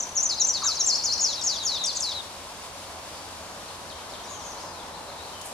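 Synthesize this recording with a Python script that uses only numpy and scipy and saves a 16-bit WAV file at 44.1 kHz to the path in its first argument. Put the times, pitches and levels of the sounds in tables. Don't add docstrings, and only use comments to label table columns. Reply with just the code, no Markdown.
import sys
import numpy as np
from scipy import signal
from scipy.fft import rfft, irfft
from scipy.io import wavfile
from scipy.ndimage import uniform_filter1d

SR = 44100
rng = np.random.default_rng(int(sys.argv[2]) if len(sys.argv) > 2 else 0)


def int16_out(signal):
    q = np.round(np.clip(np.atleast_2d(signal).T, -1, 1) * 32767)
    wavfile.write(sys.argv[1], SR, q.astype(np.int16))


N = 243873
T, HZ = np.arange(N) / SR, np.fft.rfftfreq(N, 1 / SR)
SIDES = np.array([[.5], [-.5]])


def gain_of(db):
    return 10 ** (np.asarray(db) / 20)


def unit_rms(x):
    return x / np.sqrt(np.mean(x ** 2) + 1e-20)


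def filtered(x, response):
    return irfft(rfft(x) * response, N)


def spectral_curve(points):
    hz, value = np.transpose(points)
    return np.interp(np.log(HZ + 1), np.log(hz + 1), value)


def drift(bandwidth_hz):
    hz = np.fft.rfftfreq(2 ** 14, T[-1] / 2 ** 14)
    slow = irfft(rfft(rng.standard_normal(2 ** 14)) * np.exp(-(hz / bandwidth_hz) ** 2))
    return unit_rms(np.interp(T, np.linspace(0, T[-1], len(slow)), slow))


# (frequency [Hz], relative spectral density [dB])
AMBIENT_SPECTRUM = [(12, -46), (20, -15.5), (76, -3.5), (109, -9.5), (180, -6), (225, -6.5), (259, -6.5),
                    (427, -6.5), (549, -2.5), (834, -1), (1870, -10), (4550, -8.5), (6020, -10.5),
                    (10200, -15), (15500, -32.5)]
# (frequency [Hz], coherence [0-1])
COHERENCE = [(25, 0.96), (80, 0.86), (250, 0.84), (550, 0.86), (1000, 0.68), (2000, 0.26), (4000, 0.25),
             (8000, 0.26), (15000, 0.079)]
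# (frequency [Hz], left minus right [dB])
BALANCE = [(60, 1), (240, 0.5), (950, 0), (3770, 2), (15000, 2.5)]
# (centre [Hz], width [Hz], boost [dB])
TYRE_HUMPS = [(565, 16, 3), (1015, 120, 3)]
def ambient_bands(crossover_hz=1900, right_lag_s=6e-5):
    left, independent = rfft(rng.standard_normal((2, N)))
    coherence = np.clip(spectral_curve(COHERENCE), 0, 1)
    right = coherence * left * np.exp(-2j * np.pi * HZ * right_lag_s)
    right += np.sqrt(1 - coherence ** 2) * independent
    humps_db = sum(db * np.exp(-((HZ - hz) / width) ** 2) for hz, width, db in TYRE_HUMPS)
    colour_db = spectral_curve(AMBIENT_SPECTRUM) + humps_db + spectral_curve(BALANCE) * SIDES
    spectrum = np.array([left, right]) * gain_of(colour_db)
    low_pass = 1 / (1 + (HZ / crossover_hz) ** 6)
    return irfft(spectrum * low_pass, N), irfft(spectrum * (1 - low_pass), N)


# (time [s], relative traffic level [dB], relative leaf level [dB])
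SWELL = [(0, -45, 0.5), (1.2, -45, 1.5), (2.401, -46, 1.05), (3.199, -45, 0.5), (3.7, -45, 0),
         (4.6, -44, -0.5), (5.1, -44, -1), (5.53, -45, 0.5)]
def traffic_and_leaves():
    low, high = ambient_bands()
    times, traffic_db, leaves_db = np.transpose(SWELL)
    traffic = unit_rms(low) * gain_of(np.interp(T, times, traffic_db) + 3 + 0.24 * drift(7.9))
    leaves = unit_rms(high) * gain_of(np.interp(T, times, leaves_db) - 44 + 0.65 * drift(15))
    return traffic + leaves


def engine_hum(hz=87.3, db=-58.5):
    phase = 2 * np.pi * np.cumsum(hz + 4.8 * drift(7.9)) / SR
    return gain_of(db) * unit_rms(np.sin(phase) * gain_of(1.6 * drift(8)))


def passing_car(centre_hz=930, width_hz=230, peak_s=4.62):
    common, *own = rng.standard_normal((3, N))
    band = np.exp(-((HZ - centre_hz) / width_hz) ** 2)
    tyres = unit_rms(filtered(common + .5 * np.array(own), band))
    return gain_of(-47.5) * np.exp(-((T - peak_s) / 0.4) ** 2) * tyres


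# (peak time [s], level [dB], rise [s], decay [s], centre [Hz], width [octaves])
RUSTLES = [(5.415, -35, 0.0018, .005, 5670, 0.71), (5.459, -36.5, 0.0075, 0.017, 8800, 0.32),
           (5.49, -46.5, .02, .08, 8050, 0.45)]
def rustles():
    octaves, out = np.log2(HZ + 1), np.zeros((2, N))
    for peak_s, db, rise, decay, hz, width in RUSTLES:
        band = np.exp(-.5 * ((octaves - np.log2(hz)) / width) ** 2)
        noise = unit_rms(filtered(rng.standard_normal((2, N)), band))
        envelope = np.exp(-np.maximum((peak_s - T) / rise, (T - peak_s) / decay))
        out += gain_of(db + 2.4 * drift(600)) * envelope * noise
    return out


def foliage_loss(x, db_per_octave, carry_hz=3750):
    octaves = abs(np.log2(np.clip(HZ, 2900, 12000) / carry_hz))
    return filtered(x, gain_of(-db_per_octave * octaves))


def scatter(x, envelope, shared):
    common, *own = rng.standard_normal((3, len(envelope)))
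    taps = (np.sqrt(shared) * common + np.sqrt(1 - shared) * np.array(own)) * envelope
    taps /= np.linalg.norm(taps, axis=1, keepdims=True)
    return signal.oaconvolve(x[None], taps, axes=1)[:, :N]


# (delay [s], relative level [dB], foliage loss [dB/octave], smear [s])
ECHOES = [(.069, -4.5, 13, 0.0026), (0.0877, -2, 16, 0.002)]
def trees(x, left_db, right_lag_s, leaves_db, leaves_t60, tail_db, tail_t60, echo_db, wet_left_db):
    t = T[:SR // 2]
    early = (1 - np.exp(-t / 0.0011)) * gain_of(-60 * t / leaves_t60)
    tail = (1 - np.exp(-t / 0.036)) * gain_of(-60 * t / tail_t60)
    wet = gain_of(leaves_db) * scatter(x, early, shared=0.34)
    wet += gain_of(tail_db) * scatter(foliage_loss(x, db_per_octave=7.5), tail, shared=0.11)
    for delay, db, loss, smear in ECHOES:
        echo = 0.63 * gain_of(db + echo_db) * foliage_loss(x, loss)
        wet += np.pad(echo, (round(delay * SR), 0))[:N]
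        wet += scatter(echo, np.exp(-abs(t - delay) / smear), shared=0.4)
    direct = np.array([x, filtered(x, np.exp(-2j * np.pi * HZ * right_lag_s))])
    return direct * gain_of(left_db * SIDES) + wet * gain_of(wet_left_db * SIDES)


def syrinx(contours, octave_db, third_db, throat_hz, throat_width_hz, jitter, flutter_db,
           trill_depth=0, trill_hz=100):
    waver = 1 + jitter * drift(375) + trill_depth * np.sin(2 * np.pi * trill_hz * T)
    level_drift_db, harmonic_drift_db = flutter_db * drift(180), 2.6 * drift(76)
    out = np.zeros(N)
    for (times, hz, db), second_db in zip(contours, np.broadcast_to(octave_db, len(contours))):
        on = np.flatnonzero((T >= times[0]) & (T <= times[-1]))
        t = T[on]
        pitch = uniform_filter1d(np.interp(t, times, hz), size=70) * waver[on]
        phase = 2 * np.pi * np.cumsum(pitch) / SR
        ramps = np.minimum(np.minimum(t - times[0], times[-1] - t) / .0012, 1)
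        level = ramps * gain_of(np.interp(t, times, db) + level_drift_db[on])
        detuning = (2 * pitch - throat_hz) / throat_width_hz
        octave = gain_of(second_db + harmonic_drift_db[on]) / (1 + detuning ** 2) * np.sin(2 * phase)
        third = gain_of(third_db + harmonic_drift_db[on]) * (3 * pitch < SR / 2) * np.sin(3 * phase)
        out[on] += np.sqrt(2) * level * (np.sin(phase) + octave + third)
    return out


def glide(start, length, from_hz, to_hz, db, bend, end_drop_db):
    u = np.linspace(0, 1, 100)
    hz = from_hz + (to_hz - from_hz) * u ** bend
    return start + u * length, hz, db - end_drop_db * (2 * u - 1) ** 2


# (onset [s], duration [s], from [Hz], to [Hz], relative level [dB], bend [exponent])
FAR_GLIDES = [(3.681, 0.032, 4400, 3090, -51.5, 0.93), (3.898, 0.033, 4650, 2930, -46.5, .8),
              (3.945, .03, 6100, 5150, -57, 1), (4.092, 0.024, 6100, 4870, -52, 1),
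              (4.116, 0.045, 4600, 2960, -47.5, 1.08), (4.237, 0.041, 6000, 4650, -49, 2),
              (4.274, 0.097, 4200, 3010, -54, .9), (4.392, 0.051, 5950, 4780, -50.5, 1.5),
              (4.49, 0.045, 6200, 5500, -50, 1.3), (4.555, 0.062, 3950, 5490, -49, 1.56),
              (4.63, 0.089, 5510, 4720, -54, 0.98), (4.728, .095, 4310, 3290, -52, 1.17),
              (4.929, 0.0367, 3800, 4550, -50, 1.26), (4.962, .018, 4500, 3400, -51, 0.71),
              (5.069, .035, 3780, 4360, -53, 1.32), (5.103, .017, 4200, 3200, -53, 1),
              (5.18, 0.082, 3800, 4460, -51.5, 1.9), (5.33, 0.079, 3106, 2960, -52, 1.03)]
# (onset [s], duration [s], from [Hz], to [Hz], relative level [dB])
FAR_BUZZES = [(3.125, 0.11, 5100, 4520, -44), (3.348, 0.25, 7300, 6440, -53),
              (4.265, .115, 7000, 6330, -37), (4.421, .09, 6780, 6120, -36), (4.592, .11, 6720, 5900, -47)]
def far_bird():
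    throat = dict(octave_db=-32, third_db=-50, throat_hz=9800, throat_width_hz=1200)
    clear = [glide(*row, end_drop_db=0.5) for row in FAR_GLIDES]
    buzzy = [glide(*row, bend=0.87, end_drop_db=12.5) for row in FAR_BUZZES]
    glides = syrinx(clear, **throat, jitter=.017, flutter_db=3.5)
    buzzes = syrinx(buzzy, **throat, jitter=0.0205, flutter_db=3.5, trill_depth=0.047, trill_hz=121.7)
    voice = gain_of(-2) * glides + gain_of(-11) * buzzes
    return trees(voice, left_db=10, right_lag_s=2e-5, leaves_db=0, leaves_t60=0.47,
                 tail_db=2, tail_t60=0.81, echo_db=-15, wet_left_db=4.5)


# (onset [s], duration [s], from [Hz], to [Hz], relative level [dB])
CHIRP_NOTES = [(0.62, 0.018, 1445, 995, -34), (0.645, 0.0123, 1480, 980, -36),
               (0.655, 0.048, 1645, 1170, -40.5)]
def low_chirp():
    notes = [glide(*row, bend=.9, end_drop_db=-1) for row in CHIRP_NOTES]
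    voice = syrinx(notes, octave_db=-18, third_db=-16, throat_hz=2420, throat_width_hz=1200,
                   jitter=0.019, flutter_db=3)
    return trees(gain_of(-1) * voice, left_db=4, right_lag_s=1e-5, leaves_db=-5, leaves_t60=0.14,
                 tail_db=-15, tail_t60=.6, echo_db=-5, wet_left_db=2)


def range_loss_db(hz, slack_hz=5450, strain_hz=6200):
    above_khz, below_khz = np.maximum([hz - strain_hz, slack_hz - hz], 0) / 1000
    return 2 * above_khz + 3.5 * below_khz


# (onset [s], duration [s], lift [Hz], top [Hz], end [Hz], relative level [dB])
TWEETS = [(0.151, 0.048, 700, 6880, 5720, -22), (0.196, 0.018, 350, 6400, 6250, -21),
          (0.224, 0.019, 1090, 7050, 6930, -21), (0.251, 0.02, 200, 6450, 6000, -20.5),
          (0.397, 0.036, 754, 6980, 5745, -18.5), (.44, 0.018, 302, 6220, 6150, -21.5),
          (0.462, .055, 1170, 7550, 5880, -23), (0.792, .036, 650, 6800, 5580, -21),
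          (.833, .023, 400, 6420, 6300, -24.5), (1.188, 0.019, 805, 5780, 5340, -27),
          (1.418, 0.018, 740, 5800, 5230, -29.5)]
def tweets(lift_hz_per_s=92400, settled_share=.65, swell_db=13, fade_db=17):
    u = np.linspace(0, 1, 100)
    for start, length, lift_hz, top_hz, end_hz, db in TWEETS:
        crest = lift_hz / lift_hz_per_s / length
        lift_left = 1 - np.sin(np.pi / 2 * np.minimum(u / crest, 1))
        fall = .5 - .5 * np.cos(np.pi * np.clip((u - crest) / max(settled_share - crest, .25), 0, 1))
        hz = top_hz - lift_hz * lift_left - (top_hz - end_hz) * fall
        taper_db = np.where(u < .5, swell_db * (2 * u - 1) ** 2, fade_db * (2 * u - 1) ** 4)
        yield start + u * length, hz, db - taper_db - range_loss_db(hz)


# (onset [s], duration [s], top [Hz], low [Hz], drop time [s], relative level [dB])
TICKS = [(0, 0.011, 7620, 6020, .007, -20.5), (0.023, 0.016, 8000, 5840, 0.013, -27.5),
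         (0.632, 0.017, 7430, 6130, 0.0078, -29), (1.177, 0.013, 7800, 4700, 0.0099, -28),
         (1.204, 0.02, 7770, 6630, 0.0075, -21.5), (1.411, .011, 8600, 4700, 0.0083, -27),
         (1.435, 0.021, 8660, 6590, 0.0068, -23.5), (1.627, 0.015, 7800, 6400, 0.013, -34),
         (1.836, 0.019, 7820, 5710, 0.0078, -23.5), (1.856, 0.011, 10180, 5030, 0.014, -20.5),
         (1.955, .009, 8000, 6300, .012, -27), (1.963, 0.014, 8530, 5950, .012, -26),
         (1.999, 0.013, 9900, 4610, 0.018, -23.5)]
def ticks(bend=1.5, swell_db=7.5, attack_s=0.0059):
    for start, length, top_hz, low_hz, drop_s, db in TICKS:
        t = np.arange(0, length, 1 / SR)
        hz = low_hz + (top_hz - low_hz) * np.maximum(1 - t / drop_s, 0) ** bend
        yield start + t, hz, db - swell_db * np.exp(-t / attack_s) - range_loss_db(hz)


# (time of top [s], lead-in [s], duration from top [s], top [Hz], shelf [Hz], relaxation [s],
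# shoulder [exponent], hook [Hz], relative level [dB], fade [dB], octave re fundamental [dB])
SLURS = [(.296, 0.0054, 0.045, 5350, 3960, .0185, 0.86, -120, -22, 3, -24.5),
         (0.537, .007, 0.051, 5380, 3950, .021, 0.89, -100, -26, -0.5, -27),
         (0.65, .007, 0.08, 7260, 4440, .038, 1.7, -140, -22.5, 3, -26),
         (.864, 0.0084, 0.099, 7560, 4410, .036, 1.9, 2306, -21, 3, -30),
         (1.048, .014, .094, 7110, 4350, 0.018, 1, 2447, -24, 0, -27.5),
         (1.227, .003, 0.11, 7270, 4340, 0.032, 1, -480, -19.5, 11, -36),
         (1.461, .003, 0.11, 7340, 4250, .029, 1.05, -460, -22, 7.5, -33),
         (1.651, .005, .131, 7000, 4550, .026, 1.46, -380, -25, 1, -23),
         (1.868, .002, 0.05, 5020, 4220, 0.027, 2.4, -750, -20, 11.5, -31),
         (2.017, .001, 0.11, 7700, 4480, .011, .85, -550, -25, 4, -21.5)]
def slurs(lead_hz_per_s=150000, sag_hz_per_s=8000, hook_hz_per_s=52000, swell_db=14, attack_s=0.004):
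    for top_s, lead, length, top_hz, shelf_hz, relax_s, shoulder, hook_hz, db, fade_db, _ in SLURS:
        t = np.arange(-lead, length, 1 / SR)
        before, after = np.maximum(-t, 0), np.maximum(t, 0)
        hz = shelf_hz - sag_hz_per_s * after + (top_hz - shelf_hz) * np.exp(-(after / relax_s) ** shoulder)
        hz -= lead_hz_per_s * before ** 2 / lead
        hz += hook_hz * np.maximum(1 - (length - t) * hook_hz_per_s / abs(hook_hz), 0) ** 1.5
        level_db = db - swell_db * np.exp(-(t + lead) / attack_s) - fade_db * after / length
        yield top_s + t, hz, level_db - range_loss_db(hz)


def warbler():
    throat = dict(third_db=-42, throat_hz=9920, throat_width_hz=2200)
    voice = syrinx([*tweets(), *ticks()], octave_db=-37, **throat, jitter=0.0067, flutter_db=0.9)
    voice += syrinx([*slurs()], octave_db=[row[-1] for row in SLURS], **throat, jitter=0.013, flutter_db=2)
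    return trees(gain_of(-0.5) * voice, left_db=3, right_lag_s=1.4e-5, leaves_db=-3.8, leaves_t60=0.18,
                 tail_db=-5.5, tail_t60=0.69, echo_db=0, wet_left_db=3)


def scene():
    birds = warbler() + far_bird() + low_chirp()
    return birds + traffic_and_leaves() + passing_car() + engine_hum() + rustles()


def record(dry):
    low_pass = signal.firwin(1023, cutoff=15650, window=("kaiser", 9), fs=SR)
    return signal.oaconvolve(dry, low_pass[None], "same", axes=1)


dry = scene()
out = record(dry)
int16_out(out)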